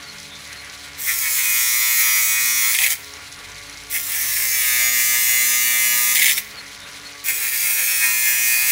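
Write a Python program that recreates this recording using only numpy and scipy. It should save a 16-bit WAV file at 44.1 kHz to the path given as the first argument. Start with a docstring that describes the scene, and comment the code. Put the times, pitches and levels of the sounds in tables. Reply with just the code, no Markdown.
"""Power tool grinding hard material

A fast-spinning handheld power tool runs freely outdoors (hum, air, gears, brushes), then grinds
into hard material three times. Each bite drags the motor down; rough scraping settles into a whine
that repeats every turn. The tip chatters on pull-back; the last bite is still going at the end.
A small bird calls and an engine drones far off.
"""
import sys
import numpy as np
from scipy import signal
from scipy.fft import rfft, irfft, next_fast_len
from scipy.io import wavfile
from scipy.ndimage import uniform_filter1d, map_coordinates

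SR = 44100
rng = np.random.default_rng(int(sys.argv[2]) if len(sys.argv) > 2 else 0)


def generate_wav(signal):
    """Clip the signal to [-1, 1] and save it as 16-bit WAV at the path in sys.argv[1]."""
    frames = np.transpose(np.atleast_2d(signal))
    scaled = np.clip(frames, -1, 1) * 32767
    pcm = np.round(scaled).astype(np.int16)
    wavfile.write(sys.argv[1], SR, pcm)


N = 384111
TIME = np.arange(N) / SR

CUTOFF_HZ = 15750
FREE_SPEED_HZ, START_SAG_HZ, FULL_LOAD_SAG_HZ = 143.4, 2.2, 21.06   # shaft turns per second
GRAB_BAND_HZ = (1600, 2440)   # main resonance of the tool
LIGHT_TOUCH_DB = (-9, -8.5, -4.5)   # ring, rasp, hiss: no load re full load

# bites: touch/s, pull back/s, clear/s, attack/s, then full-load ring/dB, rasp/dB, hiss/dB
BITES = [(0.974, 2.715, 2.928, 0.039, -24.5, -24, -21), (3.897, 6.12, 6.381, 0.016, -23, -23.5, -20.5),
         (7.238, 9.0, 9.3, 0.009, -23.5, -25, -20.5)]
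# shaft speed under pressure, one curve per bite: t/s, speed/Hz
PRESSED_SPEED = [
    [(1.08, 139.3), (1.124, 136.6), (1.278, 130.4), (1.332, 129.1), (1.472, 123.8), (1.63, 121.9),
     (1.756, 121.8), (2.032, 116.7), (2.662, 119.4), (2.7, 120.5)],
    [(4.18, 135.0), (4.346, 133.0), (4.622, 126.3), (4.692, 124.1), (4.812, 122.5), (4.93, 122.9),
     (5.044, 122.0), (5.174, 122.2), (5.33, 120.7), (5.394, 120.9), (5.52, 122.1), (6.12, 121.8)],
    [(7.4, 136.1), (7.44, 135.2), (7.566, 129.6), (7.688, 127.4), (7.786, 127.4), (7.998, 125.7),
     (8.082, 123.7), (8.184, 123.5), (8.212, 124.4), (8.272, 123.6), (8.662, 123.2), (8.71, 122.9)],
]
# whine of each bite: multiple of the seated speed, relative level/dB
WHINE_1 = [(1, -33.5), (2, -25), (3, -29), (4, -38), (5, -39), (6, -33), (7, -32), (8, -19), (9, -16),
           (10, -15.5), (11, -11), (12, -14.5), (13, -16.5), (14, -18), (15, -8.5), (16, -3.5), (17, -3),
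           (18, -0.5), (19, -0.5), (20, -9), (21, 0), (22, -17), (23, -17), (24, -21), (25, -13.5),
           (26, -13), (27, -17.5), (28, -7.5), (29, -10), (30, -13)]
WHINE_2 = [(1, -36), (2, -28), (3, -37), (4, -40), (5, -28), (6, -26), (7, -32.5), (8, -21.5), (9, -24.5),
           (10, -12.5), (11, -26), (12, -23), (13, -18), (14, -5.5), (15, -5.5), (16, -7), (17, 2),
           (18, -9), (19, -1.5), (20, -18), (21, -10), (22, -12), (23, -8.5), (24, -13), (25, -20),
           (26, -20), (27, -30), (28, -9), (29, -13), (30, -15)]
WHINE_3 = [(1, -42), (2, -38), (3, -55), (4, -39), (5, -38), (6, -23), (7, -26), (8, -21), (9, -35),
           (10, -18), (11, -17.5), (12, -18.5), (13, -12.5), (14, -5.5), (15, -4), (16, -18), (17, -0.5),
           (18, -8), (19, -4), (20, 2), (21, -4), (22, -10), (23, -22), (24, -15), (25, -22), (26, -14),
           (27, -9.5), (28, -15), (29, -17), (30, -16)]
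# ring, rasp and hiss bands: low/Hz, high/Hz
SCRAPE_BANDS = [(100, 3000), (3000, 8000), (8000, 20000)]
# scraping spectra, around the tool's ring and above it: f/Hz, relative density/dB
RING_SPECTRUM = [(290, -54), (500, -13), (662, -33), (719, 5.5), (841, -24), (952, -7.5), (1030, -16),
                 (1250, -14), (1510, -36), (1670, -2), (1970, -4.5), (2020, 3), (2520, -2), (2950, -17),
                 (3600, -4), (4680, -40), (7920, -120)]
GRIT_SPECTRUM = [(1470, -29), (2500, 4), (2660, -12), (3050, -5.5), (3430, -6.5), (3960, -8.5), (4790, -8),
                 (5650, -2), (8270, -5), (11300, -4.5), (12400, -5.5), (15100, -1), (15600, 0), (16200, -8),
                 (16600, -71)]
# tip grabs: t/s, half length/s, ring gain/dB, rasp and hiss gain/dB
GRABS = [(1.095, 0.028, 9, 4), (1.267, 0.025, 6, -1.5), (1.377, 0.039, 3.5, 1.5), (2.005, 0.028, 5, 2),
         (2.125, 0.1, 2.5, 1), (2.38, 0.022, 4, -2), (2.86, 0.0094, 3, -0.5), (2.917, 0.011, -3, 2.5),
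         (3.958, 0.015, 11.5, 4), (4.168, 0.031, 4, 0.5), (4.372, 0.0084, 6, 1), (4.684, 0.0073, 2, 1),
         (4.793, 0.033, 2, 0), (5.3, 0.017, 1.5, 1), (7.294, 0.018, 10, 6), (8.042, 0.028, 7, 2),
         (8.287, 0.036, 3.5, 1.5), (8.512, 0.073, 4, 1), (8.705, 0.028, 4, 2.5)]
# tip slips: t/s, half length/s, ring gain/dB
SLIPS = [(2.543, 0.04, -2), (2.777, 0.0089, -7), (2.889, 0.008, -7.5), (4.047, 0.082, -7),
         (4.916, .018, -3.5), (6.142, 0.0094, -5), (6.184, .007, -3), (6.354, 0.022, -15),
         (7.393, 0.016, -3.5), (7.51, 0.012, -5)]
# tip catches and skips: t/s, relative level/dB, decay/s
CATCHES = [(2.741, -18, .006), (2.747, -14, 0.012), (2.786, -12.5, 0.0088), (2.816, -8.5, .0045),
           (2.833, -14.5, 0.0085), (2.852, -17, 0.0098), (2.863, -11, 0.0081), (3.903, -41, .011),
           (6.154, -13, 0.011), (6.167, -13, 0.0097), (6.196, -12, .008), (6.216, -12, 0.026),
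           (6.228, -10, 0.0018), (6.243, -12, 0.0025), (6.258, -11.5, .012), (6.280, -6.5, 0.0045),
           (6.292, -11.5, 0.022), (6.352, -27, 0.0015), (6.371, -25, 0.0034), (6.379, -12.5, 0.0058)]
# spectrum of a catch: f/Hz, relative density/dB
CATCH_SPECTRUM = [(410, -63), (700, -27), (768, -33), (1490, -50), (1680, -3), (2050, 5), (2740, -4.5),
                  (3670, -1), (4020, -6), (5830, -18), (10900, -5), (12200, -10), (15100, -24),
                  (16000, -23), (16600, -59)]
# free-running hum: multiple of shaft speed, level/dB
HUM = [(1, -62.5), (2, -58), (3, -59.5), (4, -61.5), (5, -63), (6, -64), (7, -61.5), (8, -56.5), (9, -93),
       (10, -55), (12, -76), (13, -81), (14, -57.5), (15, -53.5), (16, -57)]
# cooling air spectra: f/Hz, relative density/dB
AIR_LOW = [(18, -33), (30, -7), (87, -3), (171, -7.5), (201, -4.5), (251, -10), (283, -3), (325, -12),
           (422, -5), (643, -8.5), (1130, -3), (1220, -3.5), (1460, 0), (2610, -2.5), (3600, -5.5),
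           (4680, -39), (7920, -120)]
AIR_HIGH = [(1470, -36), (2500, 8), (2580, -8), (3660, -5), (4050, -3), (4150, -2), (4390, -6.5),
            (4900, -8), (6420, -9.5), (7340, -12), (10200, -14.5), (12300, -21), (15200, -20.5),
            (16200, -35), (16600, -69)]
# ticks of the free-running tool: t/s, relative level/dB
TICKS = [(0.2005, -26), (0.2139, -33), (0.2304, -27), (0.4737, -25), (0.5294, -26), (0.6464, -28),
         (3.045, -25), (3.138, -23), (3.3244, -25), (3.697, -23), (3.8362, -27), (6.7605, -31),
         (6.8029, -28), (6.9142, -31), (7.075, -31), (7.1521, -30)]
# bird notes: t/s, length/s, start f/Hz, end f/Hz, level/dB, buzz depth/Hz
BIRD_NOTES = [(0.024, .04, 4700, 4460, -41, 28.8), (0.058, 0.075, 4400, 4240, -39, 30),
              (0.277, 0.13, 3550, 3630, -40, 220), (.545, 0.091, 4330, 4220, -41, 30),
              (6.53, .04, 4700, 4520, -44, 29.3), (6.556, 0.069, 4400, 4250, -35.5, 29.8),
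              (6.786, .1, 3670, 3730, -42, 220), (7.04, 0.056, 4430, 4260, -37, 30)]
# engine idling, then opened up: t/s, firing rate/Hz
ENGINE_RATE = [(0, 44), (.3, 38.5), (.6, 35.2), (3.2, 35.4), (3.5, 50), (3.9, 53.5), (4.4, 50.5),
               (5.8, 51.2), (7.1, 48), (8.71, 47.7)]
# engine ahead of the exhaust: t/s, level/dB
ENGINE_LEVEL = [(0, -58), (3.2, -59), (3.55, -50.5), (4.8, -52), (6, -59), (8.71, -59)]
# exhaust response: f/Hz, gain/dB
EXHAUST = [(35, -22), (49, -2), (70, 2), (105, -4.5), (150, -10.5), (210, -31)]
# distant tones: t/s, length/s, f/Hz, level/dB
DRONES = [(0, 0.5, 203, -54.5), (0, 0.52, 151.5, -54), (.9, 1.3, 86.2, -59), (2.304, 1.9, 85.4, -58),
          (4.7, 1.8, 303, -62.5), (4.75, 2.1, 203.5, -54.5), (7.545, 0.49, 519, -53.5),
          (7.6, 1.6, 154.7, -58)]


def whine(speed_hz, turns, count=135, upper_db=-1, judder_db=7, judder_hz=28, wear_rad=0.45, size=2048):
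    """The tip meets the same bumps on every turn; their pattern slowly wears into a new one."""
    t = np.interp(np.arange(int(turns[-1]) + 2), turns, TIME)   # one point per turn
    shaft_hz = np.interp(t, TIME, speed_hz)
    hz = np.arange(1, count + 1)[:, None] * shaft_hz
    low = slice(len(WHINE_1))
    height = np.zeros(hz.shape)
    for bite, orders in zip(BITES, (WHINE_1, WHINE_2, WHINE_3)):
        touch_s, _, clear_s = bite[:3]
        lines = scrape_density(bite, t, hz) * np.sqrt(shaft_hz)
        multiple, db = np.transpose(orders)
        # resonances stay put, so the lines flare as they glide through them
        seated_hz = np.quantile(shaft_hz[(t > touch_s) & (t < clear_s)], 1 / 4)
        pattern_db = np.interp(hz[low] / seated_hz, multiple, db) + 2.5 * drift(12, t, len(orders))
        pattern = from_db(pattern_db + swells_db(t)[0] * band(hz[low], *GRAB_BAND_HZ))
        strength = np.linalg.norm(lines[low], axis=0) / np.linalg.norm(pattern, axis=0)
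        lines *= from_db(upper_db + 4 * drift(9, t, count))
        lines[low] = pattern * strength
        height += lines
    # a loosely seated tip judders
    looseness = np.sqrt(1 - seating(t))
    height[low] *= from_db(judder_db * looseness * (drift(judder_hz, t) / 2 - 1 / 4))
    phase = rng.uniform(0, 2 * np.pi, (count, 1)) + wear_rad * drift(5, t, count)
    phase += looseness * drift(judder_hz, t, count)
    # one hard bump per turn pulls nearby partials into step
    slap = 0.4 * resonance(hz, centre_hz=5800, half_width_hz=1100)
    phasors = np.sqrt(1 - slap) * np.exp(1j * phase) + np.sqrt(slap)
    partials = height * np.sqrt(repeating_share(t, hz) / 2) * phasors
    turn_waves = size * irfft(np.pad(partials, ((1, 0), (0, 0))), size, axis=0)
    return map_coordinates(turn_waves, [turns % 1 * size, turns], order=1, mode="grid-wrap")


def scrape(turns, gain_db=-1, grain_db=1.67, patch_db=3, throb=0.14, size=512):
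    """Grit breaks away at random, harder once per turn, and wakes brief narrow resonances."""
    hz, t, noise = signal.stft(rng.standard_normal(N), SR, nperseg=size)
    hz, t = hz[:, None], np.minimum(t, TIME[-1])
    gain = sum(scrape_density(bite, t, hz) for bite in BITES)
    gain *= np.sqrt((1 - repeating_share(t, hz)) * SR / 2)
    gain *= 0.37 + 0.63 * band(hz, 1350, 30000)   # the tool radiates little below its ring
    patches = unit_rms(uniform_filter1d(drift(14, t, len(hz)), size=3, axis=0))
    grit = signal.istft(noise * gain * from_db(patch_db * patches), SR, nperseg=size)[1][:N]
    return grit * from_db(gain_db + grain_db * drift(500)[0]) * (1 + throb * np.sin(2 * np.pi * turns))


def scrape_density(bite, t, hz, step_hz=10.0):
    """Scraping amplitude per root Hz, frequencies x times."""
    grid_hz, power = np.arange(0, CUTOFF_HZ, step_hz), 0
    spectra = (RING_SPECTRUM, GRIT_SPECTRUM, GRIT_SPECTRUM)
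    for edges_hz, spectrum, gain in zip(SCRAPE_BANDS, spectra, bite_gains(bite, t)):
        total = step_hz * np.sum((colour(spectrum, grid_hz) * band(grid_hz, *edges_hz)) ** 2)
        power += (colour(spectrum, hz) * band(hz, *edges_hz) * gain) ** 2 / total
    return np.sqrt(power)


def bite_gains(bite, t, release_s=0.014):
    """Ring, rasp and hiss gains: attack, a hold that follows the load, release."""
    touch_s, _, clear_s, attack_s, *full_db = bite
    contact = 1 - np.exp(-np.maximum(t - touch_s, 0) / attack_s)
    contact *= np.exp(-np.maximum(t - clear_s, 0) / release_s)
    ring_db, treble_db = swells_db(t)
    slack = 1 - bite_load(bite, t)
    return [contact * from_db(db + light_db * slack + swell_db)
            for db, light_db, swell_db in zip(full_db, LIGHT_TOUCH_DB, (ring_db, treble_db, treble_db))]


def swells_db(t, slip_treble_share=0.57):
    """Grabs swell the scraping, slips dip it: gain of the ring, gain of rasp and hiss."""
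    slips = [(at_s, half_s, db, slip_treble_share * db) for at_s, half_s, db in SLIPS]
    ring_db = treble_db = 0
    for at_s, half_s, ring_peak_db, treble_peak_db in GRABS + slips:
        swell = np.exp(-((t - at_s) / half_s) ** 2)
        ring_db += ring_peak_db * swell
        treble_db += treble_peak_db * swell
    return ring_db, treble_db


def shaft_speed_hz(t, recovery_s=0.21):
    """Each bite drags the motor down; it recovers once the pressure is off."""
    sag_hz = START_SAG_HZ * np.exp(-t / recovery_s)
    for (touch_s, *_), curve in zip(BITES, PRESSED_SPEED):
        pressed_hz = curve_at([(touch_s, FREE_SPEED_HZ), *curve], t)
        released_s = np.maximum(t - curve[-1][0], 0)
        sag_hz += (FREE_SPEED_HZ - pressed_hz) * np.exp(-released_s / recovery_s)
    return FREE_SPEED_HZ - sag_hz


def bite_load(bite, t):
    """Load 0-1 from the motor's sag; the load holds during pull-back."""
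    pull_s = bite[1]
    sag_hz = FREE_SPEED_HZ - shaft_speed_hz(np.minimum(t, pull_s))
    return np.clip(sag_hz / FULL_LOAD_SAG_HZ, 0, 1)


def seating(t, loose=0.39, seated=0.91, pulled=0.027, unseat_s=0.05):
    """Firmness 0-1: the tip seats under load and comes loose when pulled back."""
    firmness = np.full(len(t), loose)
    for bite in BITES:
        touch_s, pull_s = bite[:2]
        pressed = loose + (seated - loose) * bite_load(bite, t)
        withdrawn = np.clip((t - pull_s) / unseat_s, 0, 1)
        firmness = np.where(t > touch_s, pressed + (pulled - pressed) * withdrawn, firmness)
    return firmness


def repeating_share(t, hz, reference_hz=3000):
    """Share of power that repeats each turn; a wandering tip loses high detail first."""
    return seating(t) ** np.maximum((hz / reference_hz) ** 0.82, 0.78)


def catches(gain_db=-1, attack_s=0.0012):
    """Each skip of the tip is a short, sharp burst of scraping."""
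    force = np.zeros(N)
    age_s = TIME[:SR // 5]
    for at_s, db, decay_s in CATCHES:
        add_at(force, at_s, from_db(db) * np.exp(-age_s / decay_s) * (1 - np.exp(-age_s / attack_s)))
    grit = shaped_noise(lambda hz: colour(CATCH_SPECTRUM, hz) * band(hz, 1450, 30000))
    return from_db(gain_db) * force * grit


def motor(speed_hz, turns, low_air_db=-44, high_air_db=-42, flutter_db=1.92, whistle_db=-61):
    """Shaft-locked hum, cooling air and a flickering whistle; all sink as the motor slows."""
    hum = 0
    for order, db in HUM:
        amplitude = np.sqrt(2) * from_db(db + 2.5 * drift(10)[0])
        hum += amplitude * np.sin(2 * np.pi * (order * turns + rng.random()))
    low_gain = from_db(low_air_db + flutter_db * drift(25)[0])
    air = low_gain * shaped_noise(lambda hz: colour(AIR_LOW, hz) * band(hz, 42, 3260))
    high_gain = from_db(high_air_db + flutter_db * drift(60)[0])
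    air += high_gain * shaped_noise(lambda hz: colour(AIR_HIGH, hz) * band(hz, 2800, 20000))
    whistle_gain = from_db(whistle_db + 4 * drift(28)[0])
    whistle = whistle_gain * shaped_noise(lambda hz: resonance(hz, 10150, 130))
    load = (speed_hz.max() - speed_hz) / np.ptp(speed_hz)
    return hum * from_db(-3 * load) + (air + whistle) * from_db(-4 * load)


def gear_rattle(turns, level_db=-49.5, ring_hz=2080, flutter_db=3.5, throb=0.25):
    """Play in the gears keeps the tool's main resonance fluttering."""
    ringing = shaped_noise(lambda hz: resonance(hz, ring_hz, 300) * band(hz, 1350, 3500))
    gain = from_db(level_db + flutter_db * drift(22)[0])
    return ringing * gain * (1 + throb * np.sin(2 * np.pi * turns))


def brushes(sparks_per_s=110, level_db=-47, spread_db=2.5, decay_s=0.0011):
    """Sparks at the brushes make a fine, irregular sizzle."""
    fires = rng.random(N) < sparks_per_s / SR
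    sparks = fires * from_db(spread_db * np.clip(rng.standard_normal(N), -2, 2))
    energy = signal.lfilter([1], [1, -np.exp(-2 / (decay_s * SR))], sparks ** 2 + 1e-18)
    return from_db(level_db) * shaped_noise(lambda hz: band(hz, 3600, 6700), np.sqrt(energy))


def ticks(gain_db=-6, decay_s=0.0026, case_hz=5700, whistle_hz=10150):
    """Each tick briefly rings two resonances of the tool."""
    force = np.zeros(N)
    age_s = TIME[:SR // 20]
    for at_s, db in TICKS:
        add_at(force, at_s, from_db(db) * np.exp(-age_s / decay_s))
    ringing = shaped_noise(
        lambda hz: resonance(hz, case_hz, 900) + from_db(1) * resonance(hz, whistle_hz, 200))
    return from_db(gain_db) * force * ringing


def bird(buzz_rate_hz=150):
    """Short falling whistles and a buzzy note in each call."""
    out = np.zeros(N)
    for at_s, length_s, start_hz, end_hz, db, depth_hz in BIRD_NOTES:
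        age_s = TIME[:int(length_s * SR)]
        hz = end_hz + (start_hz - end_hz) * (1 - age_s / length_s) ** 2
        hz += depth_hz * np.sin(2 * np.pi * buzz_rate_hz * age_s)
        add_at(out, at_s, from_db(db) * np.sin(np.pi * age_s / length_s) ** 2 * tone(hz))
    return out


def far_engine(waver_db=2):
    """Only the lowest firing harmonics carry over the field, coloured by the exhaust."""
    firing_hz, db = curve_at(ENGINE_RATE), curve_at(ENGINE_LEVEL)
    out = 0
    for order in range(1, 5):
        exhaust = curve_at([(t, colour(EXHAUST, order * hz)) for t, hz in ENGINE_RATE])
        gain = from_db(db + waver_db * drift(7.9)[0]) * exhaust
        out += gain * tone(order * firing_hz, rng.uniform(0, 2 * np.pi))
    return out


def drones(waver=0.00776):
    """Faint low tones swell and fade in the distance."""
    out = np.zeros(N)
    for at_s, length_s, hz, db in DRONES:
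        on = (TIME >= at_s) & (TIME < at_s + length_s)
        swell = np.sqrt(np.abs(np.sin(np.pi * (TIME[on] - at_s) / length_s)))
        out[on] += from_db(db) * swell * tone(hz * (1 + waver * drift(5.7, TIME[on])[0]))
    return out


def surroundings(x, echo_db=-17, t60_s=0.6, delay_s=0.006):
    """Ground and stacked timber scatter a short, faint tail."""
    age_s = TIME[:SR // 2]
    tail = rng.standard_normal(len(age_s)) * from_db(-60 * age_s / t60_s) * (age_s > delay_s)
    return x + from_db(echo_db) * signal.fftconvolve(x, tail / np.linalg.norm(tail))[:N]


def from_db(db):
    return 10 ** (np.asarray(db) / 20)


def unit_rms(x):
    return x / np.sqrt(np.mean(x ** 2) + 1e-20)


def add_at(out, at_s, x):
    start = int(at_s * SR)
    out[start:start + len(x)] += x


def curve_at(rows, t=TIME):
    return np.interp(t, *np.transpose(rows))


def tone(hz, phase_rad=0):
    """Gliding sine, rms 1."""
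    return np.sqrt(2) * np.sin(2 * np.pi * np.cumsum(hz) / SR + phase_rad)


def colour(spectrum, hz):
    """Gain from a spectrum table, falling 30 dB/octave beyond its ends."""
    known_hz, db = np.transpose(spectrum)
    hz = np.maximum(hz, 1)
    octaves_outside = np.abs(np.log2(hz / np.clip(hz, known_hz[0], known_hz[-1])))
    return from_db(np.interp(np.log(hz), np.log(known_hz), db) - 30 * octaves_outside)


def band(hz, low_hz, high_hz):
    """Steep band-pass gain."""
    hz = np.maximum(hz, 1)
    return 1 / np.sqrt((1 + (low_hz / hz) ** 20) * (1 + (hz / high_hz) ** 20))


def resonance(hz, centre_hz, half_width_hz):
    """Gain of one resonance, peak 1."""
    return 1 / (1 + ((hz - centre_hz) / half_width_hz) ** 2)


def shaped_noise(gain, envelope=1):
    """Enveloped white noise filtered by gain(hz), rms 1."""
    size = next_fast_len(N)
    hz = np.arange(size // 2 + 1) * SR / size
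    spectrum = rfft(envelope * rng.standard_normal(N), size)
    return unit_rms(irfft(spectrum * gain(hz), size)[:N])


def drift(rate_hz, t=TIME, count=1):
    """Independent smooth random curves of spread 1, count x times."""
    place = t * rate_hz
    knots = rng.standard_normal((int(TIME[-1] * rate_hz) + 3, count))
    i, angle = place.astype(int), (place % 1)[:, None] * np.pi / 2
    return (knots[i] * np.cos(angle) + knots[i + 1] * np.sin(angle)).T


def scene():
    """Tool, bird and background, far enough off to be the same in both channels."""
    speed_hz = shaft_speed_hz(TIME)
    turns = np.cumsum(speed_hz + 0.0712 * drift(25)[0]) / SR
    tip = whine(speed_hz, turns) + scrape(turns) + catches()
    body = motor(speed_hz, turns) + gear_rattle(turns) + brushes() + ticks()
    return np.tile(surroundings(tip + body + bird()) + far_engine() + drones(), (2, 1))


def record(dry):
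    """Steep low-pass."""
    return signal.sosfilt(signal.ellip(14, .1, 90, CUTOFF_HZ, fs=SR, output="sos"), dry)


dry = scene()
out = record(dry)
generate_wav(out)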